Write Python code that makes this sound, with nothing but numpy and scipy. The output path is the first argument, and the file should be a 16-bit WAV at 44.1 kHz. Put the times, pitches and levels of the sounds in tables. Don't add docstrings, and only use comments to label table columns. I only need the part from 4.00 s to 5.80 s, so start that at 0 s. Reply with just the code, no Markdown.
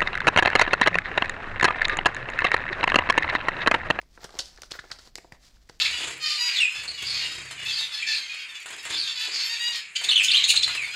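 import sys
import numpy as np
from scipy import signal
from scipy.fft import rfft, irfft
from scipy.io import wavfile
from scipy.ndimage import uniform_filter1d

SR = 44100
rng = np.random.default_rng(int(sys.argv[2]) if len(sys.argv) > 2 else 0)


def pcm_store(signal):
    levels = np.round(np.clip(np.atleast_2d(signal), -1, 1) * 32767)
    wavfile.write(sys.argv[1], SR, levels.astype(np.int16).T)


def gain_from_decibels(decibels):
    exponent = np.asarray(decibels, float) / 20
    return 10 ** exponent


N = 79380


def rms_one(x):
    return x / np.sqrt(np.mean(x ** 2) + 1e-20)


def butter(x, order, hz, kind="low"):
    return signal.sosfilt(signal.butter(order, hz, kind, fs=SR, output="sos"), x)


def colour(x, points):
    hz = np.maximum(np.arange(1025) * SR / 2048, 10)
    table = np.array(points)
    log_gain = np.interp(np.log(hz), np.log(table[:, 0]), table[:, 1]) * np.log(10) / 20
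    cepstrum = irfft(log_gain)
    cepstrum[1:1024] *= 2
    cepstrum[1025:] = 0
    impulse = irfft(np.exp(rfft(cepstrum)))
    return signal.fftconvolve(x, impulse)[:len(x)]


def resonance(x, hz, width_hz):
    r = np.exp(-np.pi * width_hz / SR)
    poles = [1, -2 * r * np.cos(2 * np.pi * hz / SR), r * r]
    return signal.lfilter([(1 - r * r) / 2, 0, (r * r - 1) / 2], poles, x)


def drift(rate_hz):
    r = np.exp(-2 * np.pi * rate_hz / SR)
    wander = signal.lfilter([1], [1, -2 * r, r * r], rng.standard_normal(N + SR))
    return rms_one(wander[SR:])


def clicks(shape, per_s, spread_db):
    size = gain_from_decibels(spread_db * np.minimum(rng.exponential(1, shape), 4))
    size = size * rng.choice([-1, 1], shape)
    return size * (rng.random(shape) < per_s / SR) + 0.13 * rng.standard_normal(shape)


def bursts(rows, per_s, q, scatter, first, lowest=-1):
    rise_share = 0.49
    out, t = np.zeros(N + SR), np.arange(2600) / SR
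    trains = clicks((len(rows), len(t)), per_s, spread_db=4)
    dealt = rng.integers(0, 5, trains.shape)
    for (start_s, peak_db, hz, length_s), train, deal in zip(rows, trains, dealt):
        creases = train * np.minimum(t / (rise_share * length_s), 1) * np.exp(-t / length_s)
        pitches = np.minimum(hz * np.exp(scatter * np.array([0, 0, lowest, 1, 2])), SR / 3)
        burst = np.zeros(len(t))
        for k, pitch in enumerate(pitches):
            lead = first * (t == 0) * (-1) ** k
            burst += resonance(creases * (deal == k) + lead, pitch, pitch / q)
        level = gain_from_decibels(peak_db) * np.sqrt(length_s * SR / np.sum(burst ** 2)) / 4
        start = int(start_s * SR)
        out[start:start + len(t)] += level * burst
    return out[:N]


def rings(rows, cycles):
    overtone, overtone_db = 1.6, -15
    linger_db, linger_cycles = -17.5, 8.9
    out, t = np.zeros(N + SR), np.arange(600) / SR
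    phases = 2 * np.pi * rng.random((len(rows), 2))
    for (start_s, peak_db, hz), phase in zip(rows, phases):
        age = t * hz / cycles
        tone = np.sin(2 * np.pi * hz * t + phase[0])
        tone += gain_from_decibels(overtone_db) * np.sin(2 * np.pi * overtone * hz * t + phase[1])
        swell = (age * np.exp(1 - age)) ** 2
        linger = gain_from_decibels(linger_db) * np.minimum(age, 1) ** 2 * np.exp(-age / linger_cycles)
        start = int(start_s * SR)
        out[start:start + len(t)] += gain_from_decibels(peak_db) * (swell + linger) * tone
    return out[:N]


def sleeve_snaps():
    # start_s, peak_db, centre_hz
    snaps = [
        (0.0148, -39, 4200),
        (0.2923, -40, 4300),
        (0.3889, -19, 5600),
        (.6191, -25, 6000),
        (1.1553, -22, 4700),
        (1.1818, -30, 5600),
        (1.3223, -35, 4700),
        (1.6912, -40, 4670),
        (1.7932, -41, 4600),
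    ]
    snap_s = 0.0025
    return bursts([(*row, snap_s) for row in snaps], 9000, q=4.5, scatter=0.44, first=3.0, lowest=-2)


def sleeve_crumples():
    # start_s, peak_db, centre_hz, length_s
    crumples = [(.2305, -36, 4730, 0.0018), (.2408, -26, 5600, 0.0063), (.2484, -33, 2920, 0.0013),
                (.3034, -37, 3940, 0.0038), (.3521, -44, 4800, 0.0054), (.3910, -14, 3970, 0.0037),
                (.4010, -20, 4740, 0.0066), (.4200, -41, 4750, 0.0047), (.5744, -37.5, 5300, 0.0017),
                (.6324, -28.5, 4660, 0.0023), (.6268, -47, 5000, 0.0015), (.641, -38, 5000, .004),
                (.7075, -28.5, 5100, 0.008), (.7125, -32, 5850, 0.004), (.7178, -18, 4200, 0.0022),
                (.7264, -37, 4570, 0.0037), (.7404, -39, 4330, 0.005), (.7524, -41, 4700, 0.0098),
                (.7895, -34.5, 4270, 0.01), (.9150, -22.5, 4070, 0.0028), (.9205, -32, 3880, 0.0083),
                (.988, -34.5, 4300, 0.0058), (1.6955, -32, 4340, 0.002)]
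    return butter(bursts(crumples, 14000, q=2.4, scatter=0.58, first=0.27), 2, 9600)


def sleeve_ticks():
    # start_s, peak_db, pitch_hz
    ticks = [(.0240, -54, 5060), (.207, -46.5, 4400), (.233, -51, 4910), (.2429, -34, 7500),
             (.2445, -48, 3220), (.2459, -41, 5160), (.2492, -43, 3300), (.3256, -46, 3960),
             (.3435, -48, 5000), (.3531, -38.5, 4600), (.389, -19, 6300), (.3920, -22, 5430),
             (.3912, -25, 3100), (.3944, -20, 4910), (.3958, -22, 4450), (.3969, -26, 4230),
             (.3985, -31, 4670), (.4009, -30, 5430), (.4018, -30, 4670), (.4037, -29, 5000),
             (.4055, -27, 4910), (.4073, -38, 4770), (.4139, -35, 4500), (.4188, -35, 4600),
             (.4204, -34, 4910), (.4236, -33, 4670), (.4578, -34, 5160), (.5615, -43, 5200),
             (.6191, -32.5, 5760), (.6206, -35.5, 4640), (.7129, -40, 5160), (.7138, -36.5, 8000),
             (.7148, -32.5, 3070), (.7183, -27.5, 3810), (.7197, -40, 5050), (.7415, -42, 4330),
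             (.7925, -33, 3670), (.9146, -29, 5150), (.9164, -27, 4740), (.9198, -36, 4000),
             (.9215, -29.5, 4200), (.9236, -48, 4530), (.9255, -36, 4800), (.9875, -37, 4600),
             (1.0742, -41.5, 4600), (1.1554, -25.5, 4780), (1.1555, -34, 6730), (1.1575, -59, 4430),
             (1.1638, -40, 5800), (1.169, -54, 5000), (1.1775, -34.5, 4870), (1.5685, -61, 4600),
             (1.6958, -38.5, 4570), (1.6981, -41.5, 5570), (1.6998, -48, 4700)]
    return rings(ticks, cycles=1.5)


def sleeve():
    # hz, db
    film_body = [(1200, -9), (2000, -17), (3000, 2), (5200, 3.5), (8000, -6.5), (12000, -13.5),
                 (16000, -18)]
    return gain_from_decibels(1.5) * colour(sleeve_snaps() + sleeve_crumples(), film_body) + gain_from_decibels(2.0) * sleeve_ticks()


def note_pops():
    # start_s, peak_db, pitch_hz, length_s
    pops = [(.178, -46, 1520, 0.0025), (.2045, -53, 1380, 0.0018), (.231, -42.5, 1680, 0.0045),
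            (.242, -38, 1480, 0.0062), (.2925, -35.5, 1290, 0.00074), (.389, -35.5, 1620, 0.0067),
            (.5733, -47, 1600, 0.0072), (.581, -48, 1690, 0.0042), (.6335, -41, 1370, 0.0022),
            (.7070, -41.5, 1800, 0.009), (.7178, -37, 1450, 0.0018), (.737, -42, 1590, 0.012),
            (.7525, -41, 1520, 0.0064), (.794, -39.5, 1520, 0.0048), (.8402, -43.5, 1560, 0.0037),
            (.855, -47, 1670, 0.0012), (.9015, -44.5, 1780, 0.0059), (.9135, -37.5, 1240, 0.0054),
            (.9872, -47.5, 1450, 0.0081), (1.1825, -40.5, 1960, 0.0041), (1.3230, -42, 1880, 0.002),
            (1.696, -41, 1670, 0.0021)]
    return butter(bursts(pops, 1500, q=5.5, scatter=0.09, first=2.0), 2, [1000, 2600], "band")


def binder_taps():
    # start_s, peak_db, pitch_hz
    taps = [(0.0279, -47, 460), (0.1769, -41, 474), (0.1916, -45, 487), (0.2322, -37, 900),
            (0.2459, -30.5, 500), (0.292, -45, 630), (0.306, -41.5, 740), (0.342, -37.5, 480),
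            (.347, -47, 600), (0.3532, -36, 413), (0.39, -34, 644), (0.397, -34.5, 434), (0.586, -42, 576),
            (0.6215, -41.5, 584), (0.635, -41, 716), (0.717, -33, 430), (0.739, -49, 595),
            (0.753, -36, 600), (.789, -40, 480), (0.84, -37.5, 720), (0.852, -44, 395), (0.905, -43.5, 506),
            (.916, -41, 440), (0.99, -46, 428), (1.073, -46, 360), (1.1548, -40, 494), (1.1827, -34.5, 455),
            (1.2462, -38, 453),
        (1.321, -37, 940),
        (1.333, -49, 463),
        (1.6969, -37, 480),
    ]
    tap_s = 0.0044
    thuds = bursts([(*row, tap_s) for row in taps], 400, q=1.4, scatter=0.15, first=3.5)
    softened = uniform_filter1d(thuds, size=12, origin=5)
    return butter(softened, 2, [90, 1100], "band")


def note_pop_rings():
    # start_s, peak_db, pitch_hz
    single_pops = [(.015, -45.5, 2150), (.0345, -61, 1960), (.059, -64.5, 1700), (.1758, -39.5, 1560),
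                   (.2125, -53, 1700), (.6196, -41, 2090), (.6332, -40.5, 1450), (.7396, -42, 1540),
                   (.7437, -45, 1700), (.7513, -39.5, 1480), (.7608, -46, 1430), (.7895, -29, 1720),
                   (.7924, -29, 1586), (.7963, -38, 1580), (.9115, -39.5, 1540), (.9169, -32, 1910),
                   (1.1559, -33.5, 2050), (1.1838, -38, 2230), (1.3223, -36, 1950), (1.5685, -57, 1490),
                   (1.6911, -45, 1860)]
    return rings(single_pops, cycles=1.3)


def notes():
    return gain_from_decibels(1.5) * note_pop_rings() + gain_from_decibels(8.0) * note_pops() + gain_from_decibels(6.5) * binder_taps()


def slide():
    # start_s, length_s, level_db, airy top re level_db, dull flutter re level_db
    strokes = [(0.004, 0.06, -80.5, -12, 12), (0.095, 0.056, -72, -28, -28),
               (0.116, 0.094, -62.5, -39, -16), (0.178, 0.14, -53.5, -8, -1), (0.276, 0.22, -56, -13, 3),
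               (0.396, 0.15, -56.5, -29, -18), (0.441, 0.26, -62.5, -18, -2), (0.608, 0.098, -60, -15, -17),
               (0.683, 0.15, -52, -8, -5), (0.779, 0.2, -61.5, -14, -8), (0.876, 0.15, -58.5, -24, -2),
               (0.979, 0.088, -58.5, -28, -9.5), (1.027, 0.09, -54.5, -21, -10),
               (1.158, 0.19, -77, -17, -5), (1.308, 0.08, -63.5, -30, 2), (1.384, 0.18, -58, -20, -18),
               (1.518, 0.089, -68, -19, -9), (1.6, 0.057, -70, -15, -19), (1.627, 0.23, -69, -13, -12)]
    # hz, db per Hz
    film_tone = [(900, -3.5), (1900, 3.5), (2700, 2), (4730, 9), (8000, 0.5), (15000, -16.5)]
    # hz, db per Hz
    air_tone = [(4000, -30), (8500, 0), (16000, -4)]
    t = np.arange(N) / SR
    film, air, dull = gain_from_decibels([[-74], [-86], [-80]]) * np.ones((3, N))
    for start_s, length_s, level_db, air_db, dull_db in strokes:
        progress = np.clip((t - start_s) / (0.91 * length_s), 0, 1)
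        shape = np.sin(np.pi * progress ** 0.94) ** 2
        swell = gain_from_decibels(level_db) * shape
        film = film + swell
        air = air + gain_from_decibels(air_db) * swell * shape
        dull = dull + gain_from_decibels(dull_db) * swell
    grains = rms_one(clicks(N, 2500, spread_db=3.2))
    hiss = rng.standard_normal(N) * gain_from_decibels(2.7 * drift(35)) + gain_from_decibels(3) * grains
    rustles = rms_one(clicks(N, 700, spread_db=3.5)) + 0.5 * rng.standard_normal(N)
    flutter = uniform_filter1d(resonance(rustles, 600, 800), size=5)
    rub = film * rms_one(colour(hiss, film_tone))
    return rub + air * rms_one(colour(hiss, air_tone)) + dull * rms_one(flutter)


def desk():
    # start_s, peak_db
    bumps = [
        (0.243, -47),
        (0.39, -44.5),
        (0.716, -47),
        (0.792, -49),
        (.916, -48.5),
        (1.3231, -43.5),
        (1.695, -52),
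    ]
    bump_hz = 72
    push = np.zeros(N)
    for start_s, peak_db in bumps:
        push[int(start_s * SR)] = gain_from_decibels(peak_db)
    swing = resonance(resonance(push, bump_hz, 59), 2.0 * bump_hz, 123)
    return swing * push.max() / np.abs(swing).max()


def room(x):
    # hz, db
    echo_tone = [(400, -0.5), (1600, -3.5), (4500, -2.5), (9000, -2.5), (15000, -1)]
    t60_s, gap_s, level_db = 0.4, 0.0017, -9
    t = np.arange(SR // 2) / SR
    tail = rng.standard_normal(len(t)) * gain_from_decibels(-60 * t / t60_s) * np.clip(t / gap_s - 1, 0, 1)
    echoes = signal.fftconvolve(x, tail / np.sqrt(np.sum(tail ** 2)))[:N]
    return gain_from_decibels(level_db) * colour(echoes, echo_tone)


def room_tone():
    # hz, db per Hz
    tone = [(20, -2), (55, 3), (75, -6.5), (250, -14), (1200, -34), (2800, -31), (5500, -42),
            (16000, -39.5)]
    # hz, level_db
    hum_lines = [(29.7, -72.5), (50.5, -65)]
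    t = np.arange(N) / SR
    hiss = rms_one(colour(rng.standard_normal(N), tone))
    rumble = rms_one(butter(rng.standard_normal(N + SR), 2, [18, 45], "band")[SR:])
    hum = np.zeros(N)
    for hz, level_db in hum_lines:
        hum += gain_from_decibels(level_db + 0.38 * drift(4.4)) * np.sin(2 * np.pi * hz * t) * np.sqrt(2)
    return gain_from_decibels(-62.5) * hiss + gain_from_decibels(-61.5) * rumble + hum


def scene():
    near = sleeve() + notes()
    return (near + room(near) + desk() + slide() + room_tone())[None, :]


def band_limit(x):
    return signal.sosfilt(signal.butter(12, 16500, fs=SR, output="sos"), x)


def record(dry):
    cut = signal.sosfilt(signal.cheby2(10, 40, 16300, fs=SR, output="sos"), dry)
    return band_limit(cut)


dry = scene()
out = record(dry)
pcm_store(out)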